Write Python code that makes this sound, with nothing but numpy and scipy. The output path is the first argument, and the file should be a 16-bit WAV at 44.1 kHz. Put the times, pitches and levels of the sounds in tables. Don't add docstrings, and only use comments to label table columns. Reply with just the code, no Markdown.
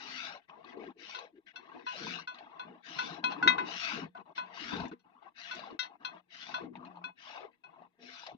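import sys
import numpy as np
from scipy import signal
from scipy.fft import rfft, irfft
from scipy.io import wavfile
from scipy.ndimage import uniform_filter1d

SR = 44100
rng = np.random.default_rng(int(sys.argv[2]) if len(sys.argv) > 2 else 0)


def wrap_up_sound(samples):
    columns = np.atleast_2d(samples).T
    tamed = np.clip(columns, -1, 1)
    steps = np.round(tamed * 32767).astype(np.int16)
    wavfile.write(sys.argv[1], SR, steps)


N = 369116

LAG_S = 0.00023
CLOCK_S = np.arange(0, N + 64, 64) / SR


def amp(db):
    return 10 ** (np.asarray(db) / 20)


def unit(x):
    return x / np.sqrt(np.mean(x ** 2) + 1e-20)


def read(points, hz):
    f, value = np.transpose(points)
    return np.interp(np.log(hz + 1), np.log(f + 1), value)


def add(mix, s, sound):
    part = mix[..., max(round(s * SR), 0):][..., :sound.shape[-1]]
    part += sound[..., :part.shape[-1]]


def level(curve):
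    s, db = np.transpose(curve)[:2]
    return amp(np.interp(np.arange(N) / SR, s, db))


# frequency in Hz, density in dB per Hz.
SPRAY_COLOUR = [(100, -27), (250, -9), (350, -11), (460, -11), (570, -13.5), (700, -0.5), (850, -14.5),
                (1100, -10), (1350, 1.5), (1650, -1), (1900, -3.5), (2600, 2), (2950, -0.5), (4000, -3),
                (4600, -4), (5900, -6.5), (6500, -17), (7200, -24), (7800, -50), (9000, -69), (15000, -64)]


def hiss(mist_db=-3, sputter_db=1.0, full_jet_db=-53):
    sputter = amp(sputter_db * unit(uniform_filter1d(rng.standard_normal(N), size=350)))
    droplets = patter(per_s=1500, spread_db=2.1)
    mist = amp(mist_db) * rng.standard_normal((2, N))
    spray = landing_spot((droplets + mist) * sputter)
    flow = spray_flow()
    force = 1 / (1 + (amp(full_jet_db) / level(flow)) ** 2)
    full = np.sqrt(force) * sweep(pail_walls(spray, t60_s=0.057, wet_db=-4.0))
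    weak = np.sqrt(1 - force) * pail_walls(drips(), t60_s=0.031, wet_db=1.5)
    sound = from_pail(full + weak, SPRAY_COLOUR, size=1024, brightness=flow[:, ::2], patchy_db=3.0)
    return level(flow) * sound


def patter(per_s, spread_db):
    sizes = amp(spread_db * np.minimum(rng.exponential(1, N), 4)) * rng.choice([-1, 1], (2, N))
    return unit(sizes * (rng.random(N) < per_s / SR))


def drips(dull_hz=4600):
    pings = bubbling(1500, 4200, cycles=15, rise=0, spread_db=9, wash_db=1, count=6000)
    return signal.sosfilt(signal.butter(N=2, Wn=dull_hz, fs=SR, output="sos"), pings)


def landing_spot(x, centre_hz=3200, roam=0.22, width_hz=450, lift_db=-1):
    spot_hz = centre_hz * np.exp(roam * wander(per_s=10))
    turn = np.exp(2j * np.pi * np.cumsum(spot_hz) / SR)
    r = np.exp(-np.pi * width_hz / SR)
    baseband = signal.lfilter([1 - r], [1, -r], x / turn)
    return unit(x + amp(lift_db) * 2 * (turn * baseband).real)


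def wander(per_s):
    knots = np.arange(0, N / SR + 1, 1 / per_s)
    return np.interp(np.arange(N) / SR, knots, rng.standard_normal(len(knots)))


def pail_walls(x, t60_s, wet_db):
    t = np.arange(SR // 10) / SR
    tail = rng.standard_normal((2, len(t))) * amp(-60 * t / t60_s)
    tail /= np.linalg.norm(tail, axis=1, keepdims=True)
    return unit(x + amp(wet_db) * signal.fftconvolve(x, tail, axes=1)[:, :N])


# start in seconds, length in seconds, hardest squeeze as share of
# the length, spray in dB, brightness in dB per octave, froth in dB, churn in dB before the churn's trim,
# time the jet reaches the froth in seconds.
WALL_SQUIRTS = [(-0.06, 0.51, 0.54, -33.5, -0.5, -49, -63.5, 0.24),
                (0.954, 0.39, 0.38, -41, 1, -56.5, -62.5, 0.83),
                (1.831, 0.47, 0.59, -33.5, -1, -48, -53.5, 2.12),
                (2.81, 0.46, 0.48, -36, 0, -44.5, -45.5, 2.85),
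                (3.627, 0.5, 0.46, -29, -1, -43.5, -55.5, 3.87),
                (4.507, 0.45, 0.4, -33.5, -2.5, -42, -45.5, 4.69),
                (5.333, 0.49, 0.28, -39.5, -2, -49, -55, 5.5),
                (6.277, 0.46, 0.33, -40.5, -1, -45.5, -52, 6.46),
                (7.145, 0.4, 0.39, -44, -1, -46.5, -67.5, 7.23),
                (7.973, 0.43, 0.46, -43, 2, -48, -61.5, 8.3)]
ECHO_FIRST_S, ECHO_LAST_S, ECHO_DB = .0011, .00062, -8


def sweep(x):
    starts, lengths = np.transpose(WALL_SQUIRTS)[:2]
    at = np.arange(N)
    times = np.ravel([starts, starts + lengths], "F")
    delay_s = np.interp(at / SR, times, np.tile([ECHO_FIRST_S, ECHO_LAST_S], len(starts)))
    echo = np.array([np.interp(at - delay_s * SR, at, port) for port in x])
    return unit(x + amp(ECHO_DB) * echo)


# start in seconds, length in seconds, froth in dB, spray in dB,
# churn in dB before the churn's trim.
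FROTH_SQUIRTS = [(-0.05, 0.2, -52.5, -54.5, -58.5), (0.477, 0.33, -53.5, -65.5, -60),
                 (0.758, 0.18, -52, -62.5, -56), (1.07, 0.15, -57.5, -64.5, -67.5),
                 (1.526, 0.19, -58, -60.5, -63.5), (1.675, 0.18, -50.5, -57.5, -57.5),
                 (2.272, 0.56, -53, -63, -63), (3.216, 0.57, -42, -53, -43.5),
                 (4.14, 0.096, -49, -63, -53.5), (4.244, 0.1, -55.5, -70.5, -60.5),
                 (4.36, 0.3, -51.5, -57.5, -60), (5.029, 0.31, -62.5, -76, -72.5),
                 (5.209, 0.097, -52, -62.5, -69.5), (5.81, 0.17, -54.5, -70, -65.5),
                 (5.991, 0.23, -50.5, -60.5, -61), (6.722, 0.31, -51.5, -67.5, -63.5),
                 (7.002, 0.12, -52.5, -66.5, -62.5), (7.63, 0.26, -56, -71.5, -65)]
# start in seconds, length in seconds, level in dB.
SPITS = [(0.405, 0.065, -68), (0.474, 0.05, -57), (0.652, 0.11, -53), (0.783, 0.12, -53),
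         (1.343, 0.062, -69.5), (1.455, 0.079, -53), (2.336, 0.14, -56.5), (3.285, 0.059, -40),
         (4.16, 0.034, -53.5), (4.346, 0.072, -40), (4.906, 0.048, -55.5), (5.818, 0.069, -47),
         (6.753, 0.035, -56), (6.838, 0.061, -58), (7.5, 0.077, -72.5), (7.8, 0.051, -68.5)]
SPRAY_RISE_DB, SPRAY_SAG_DB = 14.5, 38.5
FRESH_TILT_DB, DULLING_DB = 2.5, 4.5
PLUNGE_SPRAY_TILT_DB, SPIT_TILT_DB = -3, -3


def spray_flow():
    flows = []
    for s, length, top, db, bright, _, _, _ in WALL_SQUIRTS:
        gain = amp(db) * arch(s, length, top, SPRAY_RISE_DB, SPRAY_SAG_DB, OPEN_S, CLOSE_S)
        flows.append((gain, bright + FRESH_TILT_DB - DULLING_DB * progress(s, length)))
    flows += [(amp(db) * plunge(s, length), PLUNGE_SPRAY_TILT_DB) for s, length, _, db, _ in FROTH_SQUIRTS]
    flows += [(amp(db) * surge(s, length), SPIT_TILT_DB) for s, length, db in SPITS]
    return together(flows, rest_db=-84.5, waver_db=0.6, waver_s=0.012)


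# frequency in Hz, density in dB per Hz.
FROTH_COLOUR = [(300, -20), (550, 0.5), (680, -2), (850, 2), (1120, 4.5), (1300, -2), (1700, -21.5),
                (3000, -46)]


def froth():
    drive = bubbling(600, 1400, cycles=9, rise=.02, spread_db=19, wash_db=5.5, count=2800)
    flow = froth_flow()
    return level(flow) * from_pail(drive, FROTH_COLOUR, size=1024, brightness=flow[:, ::2])


FROTH_TOP, FROTH_RISE_DB, FROTH_SAG_DB = 0.66, 27.5, 19
FINE_FOAM_TILT_DB, COARSENING_DB, PLUNGE_FROTH_TILT_DB = 11, 15.5, 3.5


def froth_flow():
    flows = []
    for s, length, _, _, _, db, _, slide in WALL_SQUIRTS:
        swell = arch(s, length, FROTH_TOP, FROTH_RISE_DB, FROTH_SAG_DB, OPEN_S, CLOSE_S)
        tilt = FINE_FOAM_TILT_DB - COARSENING_DB * progress(s, length)
        flows.append((amp(db) * landed(slide) * swell, tilt))
    flows += [(amp(db) * plunge(s, length), PLUNGE_FROTH_TILT_DB) for s, length, db, _, _ in FROTH_SQUIRTS]
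    return together(flows, rest_db=-83, waver_db=1.5, waver_s=0.015)


# frequency in Hz, density in dB per Hz.
CHURN_COLOUR = [(25, -44.5), (50, -31.5), (75, -12.5), (100, -15), (135, -4), (175, -15.5), (250, -8.5),
                (330, 1.5), (450, -3.5), (560, -15), (800, -19.5), (2000, -73)]


def churn(trim_db=-2):
    drive = bubbling(150, 530, cycles=5.7, rise=0.023, spread_db=13.5, wash_db=9.5, count=1300)
    flow = churn_flow()
    sound = from_pail(drive, CHURN_COLOUR, size=2048, brightness=flow[:, ::2])
    return amp(trim_db) * level(flow) * sound


# start in seconds, length in seconds,
# level in dB before the churn's trim, brightness in dB per octave.
HEAVES = [(0.548, 0.07, -54.5, 7), (0.728, 0.19, -43, 13), (0.939, 0.14, -60.5, 12.5),
          (1.127, 0.2, -47.5, 24.5), (1.337, 0.059, -73, 2.5), (1.704, 0.18, -49.5, 6),
          (1.963, 0.21, -41, 3), (2.608, 0.19, -52, 5), (3.403, 0.15, -37, 4.5), (3.918, 0.19, -42.5, -10),
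          (4.603, 0.13, -51.5, -2), (4.714, 0.1, -38.5, 0), (4.908, 0.053, -46.5, 0),
          (5.044, 0.046, -62, -0.5), (5.541, 0.058, -49.5, 0), (5.662, 0.11, -48, 11),
          (6.598, 0.11, -40, 5.5), (6.593, 0.36, -52.5, -6.5), (7.363, 0.17, -52, 18.5),
          (7.978, 0.17, -55, 9.5), (8.309, 0.055, -50.5, -7)]
CHURN_TOP, CHURN_RISE_DB, CHURN_SAG_DB = 0.87, 20.5, 0
CHURN_TILT_DB, PLUNGE_CHURN_TILT_DB = -0.5, 1.5


def churn_flow():
    flows = []
    for s, length, _, _, _, _, db, slide in WALL_SQUIRTS:
        swell = arch(s, length, CHURN_TOP, CHURN_RISE_DB, CHURN_SAG_DB, OPEN_S, CLOSE_S)
        flows.append((amp(db) * landed(slide) * swell, CHURN_TILT_DB))
    flows += [(amp(db) * plunge(s, length), PLUNGE_CHURN_TILT_DB) for s, length, _, _, db in FROTH_SQUIRTS]
    flows += [(amp(db) * surge(s, length), bright) for s, length, db, bright in HEAVES]
    return together(flows, rest_db=-79.5, waver_db=2.0, waver_s=0.028)


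def progress(start, length):
    return np.clip((CLOCK_S - start) / length, 0, 1)


OPEN_S, CLOSE_S = 0.048, 0.082
ARCH_POWER = 2.04


def arch(start, length, top, rise_db, sag_db, open_s, close_s):
    along, top = progress(start, length), np.clip(top, .05, .95)
    before = np.maximum(1 - along / top, 0)
    after = np.maximum((along - top) / (1 - top), 0)
    db = -rise_db * before ** ARCH_POWER - sag_db * after ** ARCH_POWER
    opening = np.clip((CLOCK_S - start) / open_s, 0, 1)
    closing = np.clip((start + length - CLOCK_S) / close_s, 0, 1)
    return amp(db) * (opening * closing) ** 2


PLUNGE_EDGE_S, PLUNGE_TOP, PLUNGE_RISE_DB, PLUNGE_SAG_DB = 0.016, 0.74, 3.5, 14


def plunge(start, length):
    return arch(start, length, PLUNGE_TOP, PLUNGE_RISE_DB, PLUNGE_SAG_DB, PLUNGE_EDGE_S, PLUNGE_EDGE_S)


SURGE_EDGE_S, SURGE_TOP, SURGE_RISE_DB, SURGE_SAG_DB = 0.015, .45, 4.5, 16.5


def surge(start, length):
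    return arch(start, length, SURGE_TOP, SURGE_RISE_DB, SURGE_SAG_DB, SURGE_EDGE_S, SURGE_EDGE_S)


SLIDE_S, OFF_FROTH_DB = 0.031, -14.5


def landed(slide):
    return amp(OFF_FROTH_DB * np.clip((slide + SLIDE_S - CLOCK_S) / SLIDE_S, 0, 1))


def together(flows, rest_db, waver_db, waver_s):
    power = sum(gain ** 2 for gain, _ in flows) + amp(rest_db) ** 2
    tilt = sum(gain ** 2 * bright for gain, bright in flows) / power
    knots = np.arange(0, CLOCK_S[-1] + waver_s, waver_s)
    waver = np.interp(CLOCK_S, knots, rng.standard_normal(len(knots)))
    return np.transpose([CLOCK_S, 10 * np.log10(power) + waver_db * waver, tilt])


def bubble(hz, cycles, rise):
    turns = np.arange(int(5 * cycles * SR / hz) + 2) * hz / SR
    tone = np.sin(2 * np.pi * turns * (1 + rise * turns / cycles))
    return tone * np.exp(-turns / cycles) * (1 - np.exp(-2 * turns))


def bubbling(low_hz, high_hz, cycles, rise, spread_db, wash_db, count):
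    out = np.zeros((2, N))
    for when, pitch, size, side in rng.random((count, 4)):
        hz = low_hz * (high_hz / low_hz) ** pitch
        ring = amp(spread_db * size) * bubble(hz, cycles, rise)
        add(out, when * N / SR, np.outer([1, 2 * side - 1], ring))
    return np.array([unit(port) for port in out]) + amp(wash_db) * rng.standard_normal((2, N))


def spectra(x, size):
    return signal.stft(x, nperseg=size, noverlap=size * 3 // 4, fs=SR)


# frequency in Hz, width in Hz, lift in dB.
CAVITY = [(178, 12, 9), (209, 12, 7), (245, 14, 7), (290, 30, 3), (468, 25, 4), (680, 70, 7), (830, 40, 3),
          (1015, 40, 3), (1100, 35, 4), (1560, 150, 6), (2020, 70, 4), (2600, 130, 5), (2860, 160, 3),
          (3660, 190, 4), (4160, 120, 4), (4800, 150, 2), (5370, 130, 4), (5750, 140, 4)]
# frequency in Hz, level difference in dB.
BALANCE_DB = [(100, 5.96), (260, 3.48), (480, 6.47), (720, 8.35), (930, 3.92), (1200, 8.44), (2500, 11.98),
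              (3500, 7.49), (6500, 5.8)]
# frequency in Hz, likeness from 0 to 1.
LIKENESS = [(50, 0.58), (170, 0.91), (400, 0.12), (800, 0.072), (1300, 0.88), (2500, 0.39), (6000, 0.051)]


def from_pail(drives, colour, size, brightness=((0, 0), (1, 0)), patchy_db=0):
    ringing = sum((amp(lift) - 1) * signal.lfilter(*signal.iirpeak(f, f / width, SR), drives)
                  for f, width, lift in CAVITY)
    hz, t, (direct, scattered) = spectra(drives + ringing, size)
    db = read(colour, hz)
    centre_hz = np.average(hz, weights=amp(db) ** 2)
    octaves = np.clip(np.log2((hz + 1) / centre_hz), -1, 1)
    patches = uniform_filter1d(rng.standard_normal(direct.shape), size=7, axis=0)
    patches = unit(uniform_filter1d(patches, size=9, axis=1))
    tilt_db = octaves[:, None] * np.interp(t, *np.transpose(brightness))
    gain = amp(db[:, None] + tilt_db + patchy_db * patches)
    gain /= np.linalg.norm(gain, axis=0)
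    same = np.clip(read(LIKENESS, hz), 0, 1)[:, None]
    shade = (amp(-read(BALANCE_DB, hz)) * np.exp(-2j * np.pi * hz * LAG_S))[:, None]
    right = shade * (same * direct + np.sqrt(1 - same ** 2) * scattered)
    ports = np.array([direct, right]) * gain
    out = signal.istft(ports, nperseg=size, noverlap=size * 3 // 4)[1][:, :N]
    return out / np.std(out[0])


# frequency in Hz, width in Hz, gain over the churn in dB.
HOLLOW = [(180, 5.6, -3.5), (203, 4.8, -9.5), (241, 13, -3.5), (470, 9.9, -5.5)]


def hollow(stirring):
    return sum(amp(db) * signal.lfilter(*signal.iirpeak(hz, hz / width, SR), stirring)
               for hz, width, db in HOLLOW)


# start in seconds, length in seconds, frequency in Hz,
# level in dB before the trim.
HUMS = [(-0.03, 0.36, 256, -60), (1.99, 0.25, 176, -55), (3.02, 0.4, 179, -58), (3.91, 0.18, 172, -50),
        (4.62, 0.25, 240, -51), (6.62, 0.28, 250, -53), (6.63, 0.5, 178, -58), (7.98, 0.19, 250, -61),
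        (7.98, 0.25, 690, -66)]


def hums(waver_db=2.6, waver_hz=6, trim_db=-0.5, right_db=-4):
    out = np.zeros(N)
    for start, length, hz, db in HUMS:
        half_sine = np.sin(np.pi * progress(start, length)).clip(0)
        swell = np.interp(np.arange(N) / SR, CLOCK_S, half_sine ** .5)
        turns = np.cumsum(hz + waver_hz * wander(per_s=23)) / SR
        tone = np.sqrt(2) * np.sin(2 * np.pi * turns)
        out += swell * amp(db + waver_db * wander(per_s=51)) * tone
    return amp(trim_db) * np.array([out, amp(right_db) * out])


# start in
# seconds, end in seconds, first frequency in Hz, last frequency in Hz, level in dB.
GURGLES = [(0.282, 0.396, 700, 645, -53.5), (0.755, 0.935, 434, 271, -48.5), (1.186, 1.277, 614, 483, -58),
           (0.95, 1.038, 348, 400, -60), (1.323, 1.412, 344, 305, -55.5), (1.917, 1.999, 700, 644, -52),
           (2.0, 2.12, 329, 188, -50), (3.951, 4.08, 424, 198.7, -44), (4.728, 4.855, 102.2, 70.5, -52),
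           (4.735, 4.835, 200.6, 189, -39.5), (5.576, 5.782, 734, 318.4, -63.5),
           (6.62, 6.711, 380, 240, -56.5), (7.274, 7.495, 694, 396.8, -58), (8.265, 8.335, 695, 745, -47.5)]


def gurgles(cycles=4.4, rise=0.022, scatter=0.2, bubbles_per_s=150, right_db=-5):
    out = np.zeros((2, N))
    for start, end, first_hz, last_hz, db in GURGLES:
        chain = np.zeros(int((end - start) * SR))
        for s in np.arange(0, end - start, 1 / bubbles_per_s):
            late, size, pitch = rng.uniform(-1.026, 1, 3)
            hz = first_hz * (last_hz / first_hz) ** (s / (end - start)) * np.exp(scatter * pitch)
            add(chain, s + .5 * late / bubbles_per_s, 2 ** size * bubble(hz, cycles, rise))
        chain = amp(db) * unit(chain) * signal.windows.tukey(len(chain), .5)
        add(out[0], start, chain)
        add(out[1], start + LAG_S, amp(right_db) * chain)
    return out


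def puff(decay_s, rise_s=0.00028):
    t = np.arange(SR // 8) / SR
    return np.exp(-t / decay_s) * (1 - np.exp(-t / rise_s))


# frequency in Hz, density in dB per Hz.
SPLASH_COLOUR = [(60, -48.5), (400, -13.5), (1000, -4.5), (2000, -4), (3000, -1), (4200, -3), (6000, -19),
                 (8000, -51.5)]
# start in seconds, bubble in dB before its trim, bubble pitch in Hz,
# splash in dB before its trim.
PLOPS = [(0.496, -40.5, 1025, -73), (0.644, -53, 900, -52), (0.772, -33, 407, -61), (0.838, -36, 686, -55),
         (0.902, -49, 1085, -66), (1.095, -42, 1040, -55.5), (1.188, -35.5, 1053, -39.5),
         (2.068, -31.5, 960, -50), (2.186, -35, 1120, -62), (2.343, -46, 1026, -48.5),
         (2.385, -60, 1070, -47), (2.408, -39, 775, -80), (3.322, -35.5, 770, -45), (3.461, -21, 293, -49),
         (3.503, -23.5, 1040, -41), (4.575, -37, 1038, -55), (4.734, -23.5, 206, -40),
         (4.765, -36.5, 422, -39), (4.803, -34, 949, -40.5), (4.853, -26.5, 245, -49),
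         (4.914, -34, 284, -68), (5.592, -36, 637, -41.5), (5.638, -34.5, 1040, -75),
         (5.674, -33.5, 744, -60), (5.702, -38.5, 1050, -58), (5.727, -34, 328, -66),
         (5.747, -37, 300, -73), (5.829, -47, 950, -40), (6.627, -33.5, 303, -65.5),
         (6.642, -33.5, 253, -65.5), (6.754, -34.5, 874, -54.5), (6.849, -46, 1070, -53),
         (6.956, -43, 858, -63), (6.971, -37.5, 877, -63), (7.302, -43.5, 641, -68.5),
         (7.45, -44.5, 415.4, -69), (7.82, -40, 698, -68), (8.234, -39, 896, -52), (8.264, -48, 622, -36.5),
         (8.294, -38, 750, -58), (8.347, -37, 231, -70)]
SPLASH_S = .009


def plops(ring_s=.005, rise=.018, bubble_trim_db=2, splash_trim_db=1, right_db=-5):
    out, burst = np.zeros((2, N)), np.zeros(N)
    for s, db, hz, wet_db in PLOPS:
        ring = amp(db + bubble_trim_db) * bubble(hz, ring_s * hz, rise)
        add(out[0], s, ring)
        add(out[1], s + LAG_S, amp(right_db) * ring)
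        add(burst, s, amp(wet_db + splash_trim_db) * puff(SPLASH_S, rise_s=.0007))
    splash = pail_walls(rng.standard_normal((2, N)), t60_s=0.0053, wet_db=14.0)
    return out + burst * from_pail(splash, SPLASH_COLOUR, size=512, patchy_db=4)


# start in seconds, level in dB,
# frequency in Hz.
TICKS = [(0.496, -51, 2830), (2.354, -54, 4000), (2.387, -51, 3900), (2.388, -49, 2948), (4.736, -37, 1900),
         (4.737, -37, 900), (4.801, -46, 4300), (4.854, -41, 2300), (4.881, -57, 5800), (4.916, -41, 1100),
         (5.551, -50, 5860), (5.708, -53.5, 3980), (6.754, -46.5, 2300), (6.956, -46.5, 999),
         (8.265, -40, 4410)]


def ticks(ring_s=0.007, width_share=0.17, right_db=-8):
    out = np.zeros((2, N))
    for s, db, hz in TICKS:
        shape = puff(ring_s)
        band_hz = [hz * (1 - width_share), hz * (1 + width_share)]
        pocket = signal.butter(N=3, Wn=band_hz, btype="band", fs=SR, output="sos")
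        burst = unit(signal.sosfilt(pocket, rng.standard_normal((2, len(shape)))))
        add(out, s, amp(db) * amp([[0], [right_db]]) * shape * burst)
    return out


# start in seconds, strength in dB, hardness in dB per octave, place round
# splash in dB relative to the ring.
CLINKS = [(1.147, -37.5, 2, 0.45, -0.24, 0.56, 1.37, -26),
          (1.558, -44.5, 2.5, 0.68, -0.49, -0.18, 1.36, -32.0),
          (1.865, -37.5, -3, 0.21, 0.51, 0.057, 0.86, -18), (2.273, -41, 0, 0.094, 0.21, -0.36, 0.85, -33),
          (2.594, -40.5, -3.5, 0.44, 0.43, -0.24, 1.12, -19),
          (2.987, -30, 0.8, 0.23, -0.26, -0.1, 1.05, -15.5),
          (3.24, -29, -0.1, 0.14, 0.5, 0.49, 0.97, -32.0),
          (3.318, -40.5, 1.5, 0.35, 0.17, 0.45, 1.34, -12.5),
          (3.426, -29, -6, -0.22, -0.35, -0.48, 0.82, -31),
          (3.475, -20, -0.2, -0.83, -0.33, 0.94, 1, -19.5),
          (3.581, -33, -5.4, -0.65, -0.11, 0.69, 0.92, -8.5),
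          (4.149, -50.5, -11.5, -0.23, -0.03, -0.26, 1.12, -20.0),
          (4.378, -35, -2.5, 0.15, 0.3, 0.12, 0.97, -15),
          (4.913, -49.5, -5.5, 0.046, -0.28, -0.11, 2.5, -14),
          (4.992, -68.5, 10, 0.0, -0.28, 0.0, 2.2, -30), (5.51, -38.5, 0.5, 0.4, -0.23, -0.29, 0.97, -24),
          (5.791, -34.5, 5.5, 0.025, -0.65, 0.59, 0.81, -29.5),
          (6.048, -35, 2, 0.38, 0.29, 0.29, 1.17, -20.5), (6.541, -34, 0, 0.28, 0.24, -0.35, 1.15, -19.0),
          (7.04, -43.5, -2, -0.0, 1, -0.82, 1.17, -25.5), (7.636, -54.5, -1, -0.26, 0.71, -0.11, 1.3, -30)]
# frequency in Hz, level in dB, t60 in seconds at damping 1, dB per step
# round, dB per step up, dB per step of slant, left over right in dB, left lead in radians.
PAIL = [(1014.0, 2.4, 0.277, -2.0, 4.0, 1.0, 2.0, -2.7), (1290, -19, 0.07, -5, 0, 0, 3, 2.4),
        (1395.0, -12.0, 0.141, 2.0, 0.0, -7.0, 1.0, -0.9),
        (1484.0, 5.0, 0.154, -5.0, -1.0, -6.0, 2.0, -0.9),
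        (2026.0, -6.1, 0.184, -10.0, -6.0, 2.0, 10.0, 0.7), (2130, -20, 0.06, -12, 0, 2, 10, 0.9),
        (2560.0, -2.4, 0.198, -10.0, 18.0, 3.0, 13.0, 2.2),
        (2650.0, -3.6, 0.173, 8.0, -6.0, -5.0, 16.0, 2.9), (3243.0, -6.5, 0.172, 1.0, 2.0, 5.0, 18.0, 4.1),
        (3463.0, -6.3, 0.178, 11.0, 6.0, -9.0, 18.0, 4.0), (3670, -19, 0.05, -8, 0, 5, 12, 4.6),
        (3766.0, -11.3, 0.129, -5.0, -8.0, 13.0, 12.0, 4.8),
        (4110.0, -9.4, 0.131, 14.0, 14.0, 3.0, 10.0, 6.2), (4282.0, -7.2, 0.173, 1.0, -2.0, -5.0, 9.0, 6.3),
        (4870, -16, 0.035, 3, 3, 0, 10, 8.5), (5120.0, -16.6, 0.112, 6.0, -7.0, 3.0, 12.0, 9.7),
        (5607.0, -18, 0.12, -10.0, 3.0, -7, 10.0, 10.5), (5841.0, -16.8, 0.128, 3.0, -4.0, -3.0, 9.0, 11.3),
        (6248, -28, 0.09, -9, -2, 4, 6, 12.6), (6420, -30, 0.04, -5, 0, 2, 5, 12.8),
        (6540.0, -36.0, 0.05, 0.0, 0.0, 0.0, 3.0, 13.0), (6900.0, -41.0, 0.04, 0.0, 0.0, 0.0, 5.0, 13.5),
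        (7639.0, -50.0, 0.09, 0.0, 0.0, 0.0, 5.0, 14.0), (8290.0, -49.0, 0.08, 0.0, 0.0, 0.0, 8.0, 15.0),
        (12100.0, -46.0, 0.07, 0.0, 0.0, 0.0, 5.0, 20.0)]
# frequency in Hz, density in dB per Hz.
KNOCK_SPLASH_COLOUR = [(300, -25), (700, -8.5), (1200, 2), (1800, 0.5), (2400, -2.5), (3000, -12),
                       (4300, -18.5), (6000, -32.5), (9000, -64.5)]
RING_UP_S, RING_UP_AT_DB, QUICKEN = .0016, -35, .6


def clinks(rattle_db=-20, rattle_s=0.008, splash_s=0.022, snap_db=-40, snap_s=0.003):
    out, (rattle, splash, snap) = np.zeros((2, N)), np.zeros((3, N))
    hz, mode_db, t60_s, round_db, up_db, slant_db, pan_db, lead = np.transpose(PAIL)[:, :, None]
    for s, db, hardness, around, up, slant, damping, splash_db in CLINKS:
        place_db = around * round_db + up * up_db + slant * slant_db
        height = amp(db + mode_db + hardness * np.log2(hz / 1500) + place_db)
        rise_s = RING_UP_S * amp(QUICKEN * (RING_UP_AT_DB - db))
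        ring = wall_modes(hz, t60_s / damping)
        add(ring, 0, wetted_modes(hz))
        ring = height * ring * (1 - np.exp(-np.arange(ring.shape[1]) / SR / rise_s))
        right = ring * amp(-pan_db) * np.exp(-1j * lead)
        add(out, s, np.array([ring.sum(0), right.sum(0)]).imag)
        force = np.linalg.norm(height)
        add(rattle, s, force * amp(rattle_db + .5 * hardness) * puff(rattle_s, rise_s=rise_s / 2))
        add(splash, s, force * amp(splash_db) * puff(splash_s, rise_s=0.0016))
        add(snap, s, force * amp(snap_db + hardness) * puff(snap_s, rise_s=rise_s / 2))
    out += rattle * from_pail(rng.standard_normal((2, N)), SPRAY_COLOUR, size=512)
    out += splash * from_pail(rng.standard_normal((2, N)), KNOCK_SPLASH_COLOUR, size=512)
    return out + snap * rng.standard_normal((2, N))


BREAK_OFF_S = .098


def wall_modes(hz, t60_s, slosh=0.001, split=0.008, twin_db=-13):
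    t = np.arange(SR // 3) / SR
    phase, shift, twin_phase, gap = rng.uniform(-1.01, 1, (4, len(hz), 1))
    main = np.exp(2j * np.pi * (hz * (1 + slosh * shift) * t + phase))
    beat_hz = hz * split * np.sign(gap) * (.5 + abs(gap))
    beat = 1 + amp(twin_db) * np.exp(2j * np.pi * (beat_hz * t + twin_phase))
    break_off = np.exp(-(t / BREAK_OFF_S) ** 4)
    return main * beat * amp(-60 * t / t60_s) * break_off


def wetted_modes(hz, spread=.055, t60_s=.06, crowd_db=-16, count=4):
    t = np.arange(SR // 12) / SR
    phase, gap = rng.uniform(-0.92, 1, (2, count, len(hz), 1))
    crowd_hz = hz * (1 + spread * np.sign(gap) * np.sqrt(abs(gap)))
    crowd = np.exp(2j * np.pi * (crowd_hz * t + phase)).sum(0)
    return crowd * amp(crowd_db - 60 * t / t60_s)


def yard(x, t60_s=0.092, wet_db=-19):
    t = np.arange(SR // 4) / SR
    sparse = rng.standard_normal((2, len(t))) * (rng.random((2, len(t))) < 2000 / SR)
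    taps = sparse * (t > .004) * amp(-60 * t / t60_s)
    taps /= np.linalg.norm(taps, axis=1, keepdims=True)
    return x + amp(wet_db) * signal.fftconvolve(x, taps, axes=1)[:, :N]


# frequency in Hz, density in dB per Hz.
AIR_COLOUR = [(25, -3.5), (80, 1), (200, 0), (400, -8.5), (1000, -17), (3000, -36.5), (8000, -56.5)]
AIR_DB = -91.5


def outdoor_air():
    shape = amp(read(AIR_COLOUR, np.fft.rfftfreq(N, 1 / SR)))
    return amp(AIR_DB) * unit(irfft(rfft(rng.standard_normal((2, N))) * shape, N))


def scene():
    stirring = churn()
    jets = hiss() + froth() + stirring + hollow(stirring) + hums() + gurgles()
    hits = plops() + ticks() + clinks()
    return yard(jets + hits) + outdoor_air()


EDGE_HZ = 15100


def record(dry, treble_hz=8000, floor_db=-98):
    dull = signal.sosfilt(signal.butter(N=3, Wn=treble_hz, fs=SR, output="sos"), dry)
    noisy = dull + amp(floor_db) * rng.standard_normal((2, N))
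    lowpass = signal.firwin(511, EDGE_HZ, window=("kaiser", 9), fs=SR)
    return signal.oaconvolve(noisy, lowpass[None], "same", axes=1)


dry = scene()
out = record(dry)
wrap_up_sound(out)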